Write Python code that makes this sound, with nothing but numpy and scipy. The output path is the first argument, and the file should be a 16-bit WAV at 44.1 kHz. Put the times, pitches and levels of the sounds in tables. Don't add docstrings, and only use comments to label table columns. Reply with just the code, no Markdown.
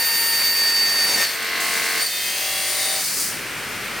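import sys
import numpy as np
from scipy import signal
from scipy.fft import rfft, irfft
from scipy.io import wavfile
from scipy.ndimage import uniform_filter1d

SR = 44100
rng = np.random.default_rng(int(sys.argv[2]) if len(sys.argv) > 2 else 0)


def dump_mix(stems):
    frames = np.atleast_2d(stems).T
    limited = np.clip(frames, -1, 1)
    pcm = np.round(limited * 32767).astype(np.int16)
    wavfile.write(sys.argv[1], SR, pcm)


N = 176400
TIME_S = np.arange(N) / SR
TOP_HZ = 16750


def undb(db):
    return 10 ** (np.asarray(db) / 20)

def curve(table, column=1):
    rows = np.array(table, float)
    return np.interp(TIME_S, rows[:, 0], rows[:, column])

def colour(table, hz):
    rows = np.array(table, float)
    return undb(np.interp(np.log(hz + 1), np.log(rows[:, 0]), rows[:, 1]))

def wander(rate_hz):
    hold = max(int(SR / rate_hz), 2)
    steps = np.repeat(rng.standard_normal(N // hold + 1), hold)
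    smooth = uniform_filter1d(uniform_filter1d(steps, hold), hold)[:N]
    return smooth / smooth.std()

def pan(x, left_db):
    return x * undb(np.array([[left_db], [-left_db]]) / 2)

# frequency_hz, level_db
REFLECTIONS = [(60, -33), (700, -10.5), (1500, -13.5), (4400, -13.5), (8100, -3.5), (13000, -19.5)]
# frequency_hz, left_minus_right_db
LEFT_LEAN = [(60, 1), (400, 4), (4400, -.5), (8100, 1), (15000, 3)]
def spread(direct, reflected):
    hz = np.fft.rfftfreq(N, 1 / SR)
    mid = rfft(direct)
    side = rfft(reflected) * colour(REFLECTIONS, hz)
    lean = np.sqrt(colour(LEFT_LEAN, hz))
    return irfft(np.array([mid * lean + side, mid / lean - side]), N)

def noise(table, grain_db=0):
    hz = np.fft.rfftfreq(N, 1 / SR)
    white = rng.standard_normal((2, N)) * undb(grain_db * wander(3000))
    bass_cut = hz ** 4 / (hz ** 4 + 58 ** 4)
    x = irfft(rfft(white) * colour(table, hz) * bass_cut, N)
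    return spread(*(x / x.std()))

def tone(cycles, flutter_db, flutter_hz, jitter_rad):
    flutter = undb(flutter_db * wander(flutter_hz))
    x = flutter * np.sin(2 * np.pi * cycles + jitter_rad * wander(90))
    return x / x.std()

# frequency_hz, level_db
SUCTION_COLOUR = [(55, -12), (105, -2), (400, -3), (820, -7), (1400, -0.5), (2250, 1), (3600, -8),
                  (5500, -11.5), (7800, -17.5), (9200, -12.5), (11000, -21.5), (13500, -14.5), (16500, -35)]
# time_s, rush_db, hum_db
BACKGROUND_HEARD = [(1.2, -40, -57.5), (1.28, -41, -67), (2.05, -45.5, -69), (3.1, -34.5, -64),
                    (3.35, -30, -57), (4, -28.5, -54)]
def extractor(hum_hz=44):
    rush = noise(SUCTION_COLOUR) * undb(curve(BACKGROUND_HEARD))
    hum = np.sqrt(2) * np.sin(2 * np.pi * hum_hz * TIME_S)
    return rush + pan(hum * undb(curve(BACKGROUND_HEARD, 2)), 1)

# time_s, turns_per_s
BLADE_SPEED = [(1.0, 45.82), (1.22, 45.78), (1.32, 45.02), (1.42, 44.9), (1.85, 45.22), (2.06, 45.0),
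               (2.45, 45.5), (2.88, 45.68), (3.02, 45.36)]
def blade_turns():
    return np.cumsum(curve(BLADE_SPEED) * (1 + .000312 * wander(12.47))) / SR

# time_s, first_db, second_db, third_db
WHINE_LOUDNESS = [(.25, -23.5, -31, -26), (.56, -21, -36, -27.5), (.78, -19.5, -42, -44),
                  (1.04, -21, -33, -41), (1.12, -24.5, -33, -43), (1.24, -30.5, -39, -39),
                  (1.255, -29, -35, -43), (1.36, -40, -44, -47), (1.94, -41, -48, -53),
                  (2.03, -30, -31, -38), (2.13, -32, -44, -35), (2.42, -42, -38, -35),
                  (2.9, -30.5, -31.5, -47), (3.25, -54, -66, -70)]
WHINE_PLACES = [-2.4, 9.5, 0.5]
def whine(turns, teeth=100):
    binding_rad = np.interp(TIME_S, (1.1, 1.27), (0, .62))
    grabs_s = (1.148, 1.218, 1.239, 2.026, 2.068)
    surge_db = 7.5 * sum(np.exp(-((TIME_S - at) / .008) ** 2) for at in grabs_s)
    out = 0
    for k, left_db in enumerate(WHINE_PLACES, start=1):
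        note = tone(k * teeth * turns, .4 + .6 * k, flutter_hz=36, jitter_rad=.1 * k + binding_rad)
        out += pan(note * undb(curve(WHINE_LOUDNESS, k) + surge_db), left_db)
    return out

# multiple_of_group_rate, shallow_cut_db, deep_cut_db
GROUP_NOTES = [(1, -40, -48), (3, -37, -48), (4, -41, -38.5), (6, -43, -37.5), (7, -40, -36.5),
               (8, -40, -43.5), (9, -40, -41), (11, -43, -46), (12, -43.5, -44), (13, -39, -46),
               (14, -38, -47)]
# time_s, added_db, strong_db
GROUP_LOUDNESS = [(0, 0, -30), (1.04, 0, -30), (1.13, 4, -40), (1.19, 3, -26), (1.235, 3, -24),
                  (1.27, -6, -42), (1.5, -40, -70)]
def tooth_groups(turns, groups=20, sway_hz=9.5):
    notes = 0
    for multiple, shallow_db, deep_db in GROUP_NOTES:
        depth = .6 if multiple in (4, 6, 7, 12) else .3
        swing = np.sin(2 * np.pi * (sway_hz * TIME_S + rng.random()) + wander(4.1))
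        sway = (1 + depth * swing) / np.sqrt(1 + depth ** 2 / 2)
        gain = undb(np.interp(TIME_S, (0, 1.1), (shallow_db, deep_db)))
        notes += gain * sway * tone(multiple * groups * turns, 1, flutter_hz=20, jitter_rad=.15)
    notes *= undb(curve(GROUP_LOUDNESS))
    strong = tone(2 * groups * turns, 1, flutter_hz=30, jitter_rad=.12) * undb(curve(GROUP_LOUDNESS, 2))
    return pan(notes, 1) + pan(strong, 2.4)

# frequency_hz, level_db
CHIP_COLOUR = [(110, -32), (420, -5.5), (850, -8), (1400, -2), (2100, 3.5), (3300, -4), (4500, -0.5),
               (7300, -8), (9000, -5.5), (11000, -14), (13500, -4.5), (16500, -17)]
GRUMBLE_COLOUR = [(90, -10), (210, 2.5), (450, -0.5), (750, 1.5), (1300, -2), (3000, -21)]
# time_s, level_db
CHIP_LOUDNESS = [(0, -26), (.95, -25.5), (1.235, -22), (1.265, -25), (1.4, -30.5), (1.92, -30.5),
                 (2.01, -24), (2.08, -35.5), (3.1, -32.5), (3.3, -53)]
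GRUMBLE_LOUDNESS = [(0, -45), (.9, -40.5), (1.22, -32), (1.27, -52), (1.6, -39), (1.98, -39.5),
                    (2.1, -50.5)]
def chips_and_board(turns):
    throb = (1 + .087 * np.sin(2 * np.pi * turns)) * undb(.62 * wander(30.7))
    tearing = noise(CHIP_COLOUR, grain_db=1.9) * undb(curve(CHIP_LOUDNESS))
    grumble = noise(GRUMBLE_COLOUR) * undb(curve(GRUMBLE_LOUDNESS))
    return throb * (tearing + grumble)

def chip_spray(peak_s=1.05, half_length_s=.018, level_db=-26):
    burst = np.exp(-((TIME_S - peak_s) / half_length_s) ** 2)
    return noise([(5000, -18), (14000, -2)]) * undb(level_db) * burst

def scrape(turns, colour_table, tones, scatter_db, slip_turns):
    size = 8192
    multiples = np.arange(size // 2 + 1)
    hz = multiples * BLADE_SPEED[0][1]
    loops = []
    for _ in range(2):
        scatter, phase = rng.standard_normal((len(hz), 2)).T
        gain = colour(colour_table, hz) * undb(scatter_db * scatter) * (multiples > 1) * (hz < TOP_HZ)
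        for multiple, db in tones:
            gain[round(multiple)] = undb(db)
        pattern = irfft(gain * np.exp(2j * np.pi * phase)) * size / 2
        position = (turns + slip_turns * wander(120)) % 1
        loops.append(np.interp(position * size, np.arange(size), pattern))
    a, b = loops
    shift = .3 * wander(14)
    return spread(np.cos(shift) * a + np.sin(shift) * b, np.cos(shift) * b - np.sin(shift) * a)

# frequency_hz, level_db
RASP_COLOUR = [(90, -66), (200, -59), (750, -53), (1500, -47.5), (1850, -45.5), (2200, -43.5), (2700, -46),
               (3400, -50.5), (4400, -50), (7000, -65), (17000, -81)]
# cycles_per_turn, level_db
RASP_TONES = [(10, -42.5), (15, -45.5), (24, -40), (27, -44.5), (34, -37.5), (36, -38), (50, -40)]
# time_s, added_db
RASP_LOUDNESS = [(1.08, -40), (1.28, -5.5), (1.42, 0.5), (1.56, 3.5), (1.98, 3.5), (2.08, -13), (2.4, -34)]
def rasp(turns):
    scraping = scrape(turns, RASP_COLOUR, RASP_TONES, scatter_db=3, slip_turns=.0005)
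    press = 1 + np.cos(2 * np.pi * turns)
    buzz = undb(-37) * press * tone(46 * turns, 1, flutter_hz=20, jitter_rad=.4)
    return (scraping + buzz) * undb(curve(RASP_LOUDNESS))

# peak_s, length_s, pitch_hz, level_db
BLADE_NOTES = [(1.29, .08, 4310, -34), (2.02, .07, 4595, -30), (2.27, .24, 2533, -34.5),
               (2.27, .28, 3167, -36), (2.18, .17, 3610, -37), (2.5, .32, 2731, -35.5),
               (2.36, .35, 6352, -38.5), (2.55, .3, 3335, -35), (2.84, .16, 3882, -35.5),
               (2.9, .18, 3652, -33.5)]
def blade_tones():
    out = 0
    for peak_s, length_s, pitch_hz, level_db in BLADE_NOTES:
        swell = undb(level_db) * np.exp(-2 * ((TIME_S - peak_s) / length_s) ** 2)
        out += swell * tone(pitch_hz * TIME_S, 2, flutter_hz=60, jitter_rad=.45)
    return out

# frequency_hz, level_db
HISS_COLOUR = [(600, -32), (3600, -9), (4500, 3.5), (5500, 1), (7500, -0.5), (9200, 3.5), (11500, -6.5),
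               (14500, -2), (16500, -5.5)]
# time_s, level_db
HISS_LOUDNESS = [(1.585, -68), (1.605, -26), (2.1, -29), (3.1, -24.5), (3.24, -22.5), (3.32, -29.5),
                 (3.44, -40.5)]
def air_hiss():
    return noise(HISS_COLOUR, grain_db=1.3) * undb(curve(HISS_LOUDNESS) + .47 * wander(25.43))

# frequency_hz, level_db
RUB_COLOUR = [(150, -65.5), (650, -54), (1400, -54.5), (2100, -47), (3200, -52.5), (4600, -46), (5500, -56),
              (9000, -68), (17000, -62)]
# cycles_per_turn, level_db
RUB_TONES = [(40, -41), (45, -36.5)]
# time_s, added_db
RUB_LOUDNESS = [(1.8, -72), (2.02, -3.5), (2.3, 0.5), (2.8, 1), (3.0, -1), (3.07, -14), (3.4, -33)]
def rub(turns):
    scraping = scrape(turns, RUB_COLOUR, RUB_TONES, scatter_db=4.5, slip_turns=.00034)
    return scraping * undb(curve(RUB_LOUDNESS))

# cycles_per_turn, level_db
DRONE_TONES = [(9, -48.5), (13, -48), (14, -43.5), (17, -43.5), (25, -46.5)]
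# time_s, added_db
DRONE_LOUDNESS = [(2.2, -35), (2.42, -1), (3.0, 1.5), (3.12, -40)]
def board_drone(turns):
    notes = sum(undb(db) * tone(k * turns, 2, flutter_hz=10, jitter_rad=.2) for k, db in DRONE_TONES)
    return pan(notes * undb(curve(DRONE_LOUDNESS)), 2.8)

def scene():
    turns = blade_turns()
    entering = whine(turns) + tooth_groups(turns) + chips_and_board(turns) + chip_spray()
    rising = air_hiss() + rub(turns) + board_drone(turns)
    return extractor() + entering + rasp(turns) + blade_tones() + rising

def record(dry):
    return signal.sosfilt(signal.ellip(10, .2, 80, TOP_HZ, fs=SR, output="sos"), dry)

dry = scene()
out = record(dry)
dump_mix(out)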